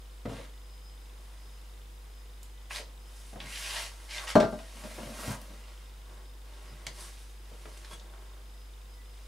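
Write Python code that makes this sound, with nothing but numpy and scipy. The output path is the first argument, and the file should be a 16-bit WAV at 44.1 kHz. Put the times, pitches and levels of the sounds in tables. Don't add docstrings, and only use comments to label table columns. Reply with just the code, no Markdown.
import sys
import numpy as np
from scipy import signal
from scipy.fft import rfft, irfft, next_fast_len
from scipy.io import wavfile
from scipy.ndimage import uniform_filter1d, map_coordinates

SR = 44100
rng = np.random.default_rng(int(sys.argv[2]) if len(sys.argv) > 2 else 0)


def transcribe(signal):
    frames = np.atleast_2d(signal).T
    limited = np.clip(frames, -1, 1)
    pcm = np.round(limited * 32767).astype(np.int16)
    wavfile.write(sys.argv[1], SR, pcm)


N = 408807
TIME = np.arange(N) / SR
AGE = np.arange(SR // 2) / SR


def amp(db):
    return 10 ** (np.asarray(db) / 20)


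LEFT_OF_CENTRE = amp([[0.4], [-0.4]])


def unit(x):
    return x / np.sqrt(np.mean(x ** 2) + 1e-20)


def along(points, hz):
    f, v = np.transpose(points)
    return np.interp(np.log(hz + 1), np.log(f + 1), v)


def wobble(rate_hz):
    coarse = TIME[::32]
    knots = rng.standard_normal(int(N * rate_hz / SR) + 4)
    return np.interp(TIME, coarse, map_coordinates(knots, [coarse * rate_hz]))


def filtered(x, response):
    size = x.shape[-1]
    padded = next_fast_len(size + 8192)
    hz = np.fft.rfftfreq(padded, 1 / SR)
    return irfft(rfft(x, padded) * response(hz), padded)[..., :size]


def coloured(x, spectrum):
    return unit(filtered(x, lambda hz: amp(along(spectrum, hz))))


def spread(pair, side_db):
    side = amp(side_db) * pair[1]
    return np.array([pair[0] + side, pair[0] - side])


# (f/Hz, t60/s)
ROOM_DECAY = [(150, 0.44), (600, 0.32), (2500, 0.2), (6000, 0.25), (14000, 0.15)]


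def room_tail(side_db=-8):
    hz, t, z = signal.stft(rng.standard_normal((2, len(AGE))), SR, nperseg=256)
    decay = amp(-60 * t / along(ROOM_DECAY, hz)[:, None])
    tail = signal.istft(z * decay, SR, nperseg=256)[1][:, :len(AGE)]
    tail = spread(tail * (1 - np.exp(-AGE / 0.0011)), side_db)
    return tail / np.linalg.norm(tail[0])


def in_room(x, wet_db):
    return x + amp(wet_db) * signal.fftconvolve(x[None], room_tail(), axes=1)[:, :len(x)]


def struck(x):
    return x / np.sqrt(np.mean(x[..., :SR // 40] ** 2))


def ring(modes, attack_s, scatter_db, skew_rad):
    hz, db, t60_s = np.transpose(modes)[:, :, None]
    size, phase, apart = rng.standard_normal((3, len(modes), 1))
    fade = amp(db + scatter_db * size - 60 * AGE / t60_s) * (1 - np.exp(-AGE / attack_s))
    turn = 2 * np.pi * hz * AGE + 0.5 * phase
    ear_shift = skew_rad * (1 + 0.74 * apart)
    pair = np.array([(fade * np.sin(turn + ear * ear_shift)).sum(0) for ear in (-1, 1)])
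    return struck(signal.sosfilt(signal.butter(2, 90, "high", fs=SR, output="sos"), pair))


def burst(spectrum, t60_s, wet_db):
    puff = coloured(rng.standard_normal(len(AGE)), spectrum) * amp(-60 * AGE / t60_s)
    return struck(in_room(puff, wet_db))


def add(track, start_s, sound):
    part = track[:, round(start_s * SR):][:, :sound.shape[1]]
    part += sound[:, :part.shape[1]]


def friction(rate_hz, grain_db, judder_db):
    catches = (rng.random(N) < rate_hz / SR) * rng.standard_normal(N)
    slips = rng.standard_normal(N) + amp(grain_db) * unit(catches)
    return slips * amp(judder_db * wobble(60))


SPEED_POWER = 0.86


def strokes(rows):
    power = 0
    for start_s, rise_s, hold_s, fall_s, *db in rows:
        corners_s = start_s + np.cumsum([0, rise_s, hold_s, fall_s])
        speed = np.interp(TIME, corners_s, [0, 1, 1, 0])
        power = power + np.outer(amp(db), speed ** SPEED_POWER) ** 2
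    return np.sqrt(power)


MAINS_HZ = 49.494
# (multiple of MAINS_HZ, rms level/dB)
HUM_HARMONICS = [(1, -46.5), (2, -71), (3, -72.5), (7, -78.5), (10, -73)]
# (f/Hz, level/dB per Hz)
HISS_SPECTRUM = [(120, -12), (200, -4), (438, -3.5), (498, -3.5), (555, -7), (977, -5.5), (1780, -10.5),
                 (3700, -11.5), (4600, -14), (5040, -10.5), (5420, -15), (9540, -15), (15600, -22)]
RUMBLE_SPECTRUM = [(20, -8), (70, 3), (130, 3), (220, -7), (400, -26)]


def background():
    hum = sum(amp(db) * np.sqrt(2) * np.cos(2 * np.pi * round(k) * MAINS_HZ * TIME)
              for k, db in HUM_HARMONICS)
    hiss = amp(-60.0) * spread(coloured(rng.standard_normal((2, N)), HISS_SPECTRUM), side_db=-5.5)
    rumble = amp(-69.5) * coloured(rng.standard_normal(N), RUMBLE_SPECTRUM)
    return hum + hiss + rumble


WHINE_HZ, WHINE_DB, FLARE_DB = 5060, -72.5, 3.5
# (f/Hz, rms level/dB)
WHINE_TONES = [(1980, -79.5), (2127, -84), (2962, -81), (3088, -82), (6632, -85), (7800, -85)]


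def whine_tone(hz):
    level = amp(4.6 * wobble(16))
    return unit(level * np.sin(2 * np.pi * hz * TIME + 0.426 * wobble(11)))


def camera():
    flaring = unit(amp(FLARE_DB * wobble(5)) * whine_tone(WHINE_HZ))
    whine = sum(amp(db) * whine_tone(hz) for hz, db in WHINE_TONES) + amp(WHINE_DB) * flaring
    since_frame_s = (TIME - 0.0155) % (1 / 25)
    swell = since_frame_s * np.exp(-since_frame_s / 0.0022)
    rasp_spectrum = [(2000, -20), (3000, -5), (3700, -2), (4300, -17), (7000, -46)]
    rasp = coloured(rng.standard_normal(N), rasp_spectrum)
    tick = swell * (np.sin(2 * np.pi * 3680 * TIME) + 1.13 * rasp)
    return whine + amp(-71.0) * unit(tick)


# (t/s, level/dB, centre f/Hz, relative bandwidth)
SNAP_EVENTS = [(2.43, -55, 8500, 1.0), (2.707, -42.5, 1680, 0.82), (3.4031, -45, 2900, 0.83),
               (4.181, -42, 2940, 0.41), (5.415, -57.5, 9000, 1.0), (6.867, -39, 2850, 1.94),
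               (7.655, -55, 1600, 1.5), (7.774, -57.5, 6000, 1.2), (7.847, -53.5, 2800, 1.6),
               (7.997, -57, 4970, 0.65), (8.136, -58.5, 1200, 0.88)]
# (multiple of the centre at bandwidth 1, level/dB)
SNAP_SHAPE = [(.125, -41), (.5, -6.5), (1, -3.5), (1.27, -3.5), (1.7, -10.5), (2.3, -30), (5, -53)]
# (t/s, level/dB)
BUCKLE_CLINKS = [(7.91, -57), (7.932, -53)]
# (f/Hz, relative level/dB, t60/s)
BUCKLE_MODES = [(3360, 9, .11), (7040, -13, 0.11), (7854, -8, 0.12), (8830, 2, 0.055)]


def clicks():
    out = np.zeros((2, N))
    for start_s, db, hz, width in SNAP_EVENTS:
        colour = [(hz * ratio ** width, level_db) for ratio, level_db in SNAP_SHAPE]
        add(out, start_s, amp(db) * burst(colour, t60_s=0.028, wet_db=-3.5))
    for start_s, db in BUCKLE_CLINKS:
        add(out, start_s, amp(db) * ring(BUCKLE_MODES, attack_s=0.0043, scatter_db=6, skew_rad=0.2))
    return out


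# (t/s, thud level/dB, knock level/dB), before ear gains
SOFT_CONTACTS = [(0.254, -38.5, -36.5), (0.293, -42.5, -46), (0.319, -44.5, -45), (0.384, -57, -45.5),
                 (2.794, -70, -46.5), (3.328, -59, -50), (3.357, -51, -45.5), (3.39, -55, -59),
                 (3.44, -52.5, -62), (4.98, -56, -42), (5.065, -50, -46), (5.195, -62, -49),
                 (5.279, -35, -43.5), (5.502, -54, -55.5), (6.718, -54, -68), (6.868, -51.5, -53),
                 (7.515, -61, -54.5), (7.654, -64, -48.5)]
# (f/Hz, relative level/dB, t60/s)
TOP_MODES = [(108.6, 1, 0.2), (137, 3, 0.23), (177, -3, 0.2), (209, -2, 0.25), (262.5, -6, 0.28)]
# (f/Hz, level/dB per Hz)
SOFT_KNOCK_SPECTRUM = [(60, -24), (160, -5.5), (280, -5.5), (450, 0.5), (650, -1.5), (850, -9.5),
                       (1300, -15), (2000, -39), (5000, -45)]
PAT_SPECTRUM = [(400, -23), (1200, 4), (2200, -1), (4000, -10), (7000, -18), (14000, -43)]
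PAT_DB = -10


def bumps():
    out = np.zeros((2, N))
    padding = 1 - np.exp(-AGE / 0.0027)
    for start_s, thud_db, knock_db in SOFT_CONTACTS:
        thud = amp(thud_db) * ring(TOP_MODES, attack_s=0.0017, scatter_db=4, skew_rad=0.059)
        knock = amp(knock_db) * burst(SOFT_KNOCK_SPECTRUM, t60_s=0.063, wet_db=-3.0)
        pat = amp(knock_db + PAT_DB) * burst(PAT_SPECTRUM, t60_s=0.044, wet_db=-4.5)
        add(out, start_s, LEFT_OF_CENTRE * (thud + (knock + pat) * padding))
    return out


# (t/s, rise/s, hold/s, fall/s, hollow level/dB, sleeve hiss level/dB), before trims
ARM_STROKES = [ (4.66, 0.27, .4, .32, -51, -62), (4.83, 0.016, 0.013, 0.032, -43, -72),
               (4.96, .06, 0.11, .05, -44.5, -76), (5.12, 0.15, 0.038, 0.041, -45.5, -48.5), ]
# (f/Hz, width/Hz, relative level/dB)
SHAFT_RESONANCES = [(222, 43, 6.5), (385, 57, -5.5), (581, 63, 5), (900, 120, -51)]
# (f/Hz, level/dB per Hz)
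SLEEVE_SPECTRUM = [(3000, -4), (6000, -2.5), (10000, -4), (13000, -3), (15500, -9)]


def tube(hz):
    return sum((-1) ** k * amp(db) * 1j * hz * width / (centre * centre - hz * hz + 1j * hz * width)
               for k, (centre, width, db) in enumerate(SHAFT_RESONANCES))


def shaft():
    slips = friction(rate_hz=180, grain_db=-3.5, judder_db=1.5)
    hollow_gain, hiss_gain = strokes(ARM_STROKES)
    sleeve = hiss_gain * coloured(friction(rate_hz=580, grain_db=-14, judder_db=2.8), SLEEVE_SPECTRUM)
    hollow = amp(-4) * hollow_gain * unit(filtered(slips, tube))
    return LEFT_OF_CENTRE * in_room(hollow + sleeve, wet_db=-10.5)


BEND_HZ = 2860
# (t/s, length/s, from f/Hz, to f/Hz)
BEND_SLIDES = [(2.69, 0.1, 1600, 5000), (4.102, .145, 2790, 946)]


def bent(x, peak_db, octaves, patchy_db):
    hz, t, z = signal.stft(x, SR, nperseg=512)
    centre_hz = np.full(len(t), float(BEND_HZ))
    for start_s, length_s, from_hz, to_hz in BEND_SLIDES:
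        during = (t > start_s) & (t < start_s + length_s)
        centre_hz[during] = from_hz + (to_hz - from_hz) * (t[during] - start_s) / length_s
    off = np.log2((hz[:, None] + 1) / centre_hz) / octaves
    creases = uniform_filter1d(rng.standard_normal(z.shape), size=4, axis=0)
    creases = uniform_filter1d(creases, size=7, axis=1)
    gain_db = peak_db * (np.exp(-off ** 2) - 0.64) + patchy_db * unit(creases)
    return signal.istft(z * amp(gain_db), SR, nperseg=512)[1][:N]


# (t/s, rise/s, hold/s, fall/s, dull level/dB, scrape level/dB, hiss level/dB), before trims
LEATHER_STROKES = [ (0.28, 0.014, 0.091, 0.12, -51.5, -51, -62),
                   (2.697, 0.016, 0.049, 0.072, -48.5, -42, -49),
                   (2.73, 0.028, 0.0096, 0.026, -56, -35.5, -50.5),
                   (3.38, 0.024, 0.067, 0.091, -50.5, -47, -62), (3.43, .13, 0.27, 0.085, -61, -40, -46),
                   (3.62, .1, 0.091, 0.074, -45, -39.5, -48.5), (3.83, 0.045, 0.24, .05, -60, -61.5, -60),
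                   (4.08, 0.056, 0.042, 0.047, -54, -37.5, -50), (4.13, 0.096, 0.023, .03, -43, -48, -50.5),
                   (4.264, 0.022, 0.018, 0.03, -38, -32.5, -44), (4.45, 0.061, 0.17, 0.21, -63, -60, -61),
                   (4.63, 0.22, 0.28, .27, -54, -52.5, -54.5), (5.1, 0.18, 0.024, 0.077, -40.5, -47, -46.5),
                   (5.35, 0.062, .08, 0.66, -58.5, -58, -65.5), ]
BRUSH_STROKES = [ (0.9, .35, 0.19, .5, -68, -69, -70), (3.0, .16, 0.16, 0.099, -73, -68, -60.5),
                 (6.04, 0.073, 0.04, 0.14, -57, -68, -70), (6.42, 0.11, 0.33, .1, -58, -59, -67.5),
                 (6.92, 0.085, 0.035, 0.089, -57, -56, -50.5), (7.04, 0.069, .1, 0.18, -77, -59.5, -61),
                 (7.36, 0.3, 0.27, .1, -62, -59.5, -62.5), (7.895, 0.021, 0.019, .03, -51, -55, -57),
                 (7.95, 0.1, 0.13, .4, -58.5, -70, -72), (9.07, .08, .1, .05, -73, -64, -72), ]
# (f/Hz, level/dB per Hz)
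DRAG_SPECTRUM = [(150, -32), (350, -16), (550, -3), (850, -3.5), (1250, -2.5), (2200, -17.5), (5000, -58)]
SCRAPE_SPECTRUM = [(250, -36), (600, -25), (1300, -19), (2000, 2), (2800, -3), (3800, 0), (5500, -6),
                   (7500, -12), (12000, -31)]
JACKET_SPECTRUM = [(100, -9), (240, -9.5), (370, -1), (600, -5.5), (1200, -6.5), (2200, -21), (5000, -55)]
CLOTH_SPECTRUM = [(250, -15), (900, -5), (3000, -5), (5500, -1.5), (7000, -4), (8300, -3.5), (10000, -1),
                  (12000, -9.5), (15500, -21)]


def rubbing():
    rub, brush = strokes(LEATHER_STROKES), strokes(BRUSH_STROKES)
    _, scrape_gain, hiss_gain = np.hypot(rub, brush)
    slips = friction(rate_hz=400, grain_db=-2, judder_db=1.4)
    drag = amp(-2.0) * rub[0] * coloured(slips, DRAG_SPECTRUM)
    scrape = amp(-2.0) * scrape_gain * coloured(slips, SCRAPE_SPECTRUM)
    jacket = amp(-2.0) * brush[0] * coloured(slips, JACKET_SPECTRUM)
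    fibres = friction(rate_hz=650, grain_db=-6.5, judder_db=1.0)
    cloth = amp(1.73) * hiss_gain * coloured(fibres, CLOTH_SPECTRUM)
    leather = bent(drag + scrape, peak_db=4.5, octaves=0.21, patchy_db=2.0)
    return amp(-1.6) * in_room(leather + jacket + cloth, wet_db=-3)


# (t/s, thud level/dB, ring level/dB, slap level/dB), ring before trims
SINK_KNOCKS = [(4.3545, -19, -13.5, -32.5), (4.401, -29.5, -25.5, -35), (4.426, -32, -25, -49),
               (4.446, -39, -35, -50), (4.524, -39.5, -36.5, -56), (4.589, -60, -46, -52.5),
               (4.837, -46, -49.5, -52)]
# (f/Hz, relative level/dB, t60/s)
SINK_LOW_MODES = [(122.5, -10, 0.21), (149.6, -2, 0.082), (186, 4, 0.095), (222.6, 1.5, 0.28),
                  (276, -6, 0.24)]
SINK_MODES = [(333, -18, 0.35), (407.6, -3, 0.12), (434.6, -13.5, 0.23), (609, 0, 0.306), (658, -2, 0.27),
              (720, -5.5, 0.12), (835, -6, 0.13), (930, -21.5, 0.16), (1027, -18, .25), (1193, -19, .24),
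              (1395, -22.5, 0.28), (1564, -20.5, .22)]
# (f/Hz, level/dB per Hz)
WALL_SPECTRUM = [(60, -38), (200, 2.5), (350, 2.5), (600, 5), (850, -1), (1300, -9), (2000, -25),
                 (5000, -46.5)]
SLAP_SPECTRUM = [(400, -30), (1300, 8), (2500, -2), (4200, -2), (7000, -11.5), (10000, -18.5), (16000, -40)]
CONTACT_S, HARD_DB, SOFTENING = 0.0018, -19, 0.28


def knocks():
    out = np.zeros((2, N))
    for start_s, thud_db, ring_db, slap_db in SINK_KNOCKS:
        contact_s = CONTACT_S * amp(HARD_DB - ring_db) ** SOFTENING
        thud = amp(thud_db) * ring(SINK_LOW_MODES, attack_s=contact_s, scatter_db=1, skew_rad=0.28)
        wall = amp(-6) * burst(WALL_SPECTRUM, t60_s=0.036, wet_db=-5) * (1 - np.exp(-AGE / contact_s))
        basin = amp(-3.0) * ring(SINK_MODES, attack_s=2 * contact_s, scatter_db=2.5, skew_rad=0.21)
        slap = amp(slap_db) * burst(SLAP_SPECTRUM, t60_s=0.059, wet_db=0.0)
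        ringing = amp(ring_db) * (basin + wall) * amp([[1.3], [-1.3]])
        add(out, start_s, thud + ringing + slap)
    return out


def scene():
    return rubbing() + shaft() + knocks() + bumps() + clicks() + camera() + background()


# (f/Hz, side gain/dB)
STEREO_WIDTH = [(40, -20), (130, -4.5), (1000, 4), (2200, 3), (4500, 1.5), (8000, -1), (10500, -7.5),
                (12000, -36.5)]
TOP_HZ = 15750


def record(dry):
    left, right = dry
    side = filtered((left - right) / 2, lambda hz: amp(along(STEREO_WIDTH, hz)))
    return filtered((left + right) / 2 + np.array([side, -side]), lambda hz: hz < TOP_HZ)


dry = scene()
out = record(dry)
transcribe(out)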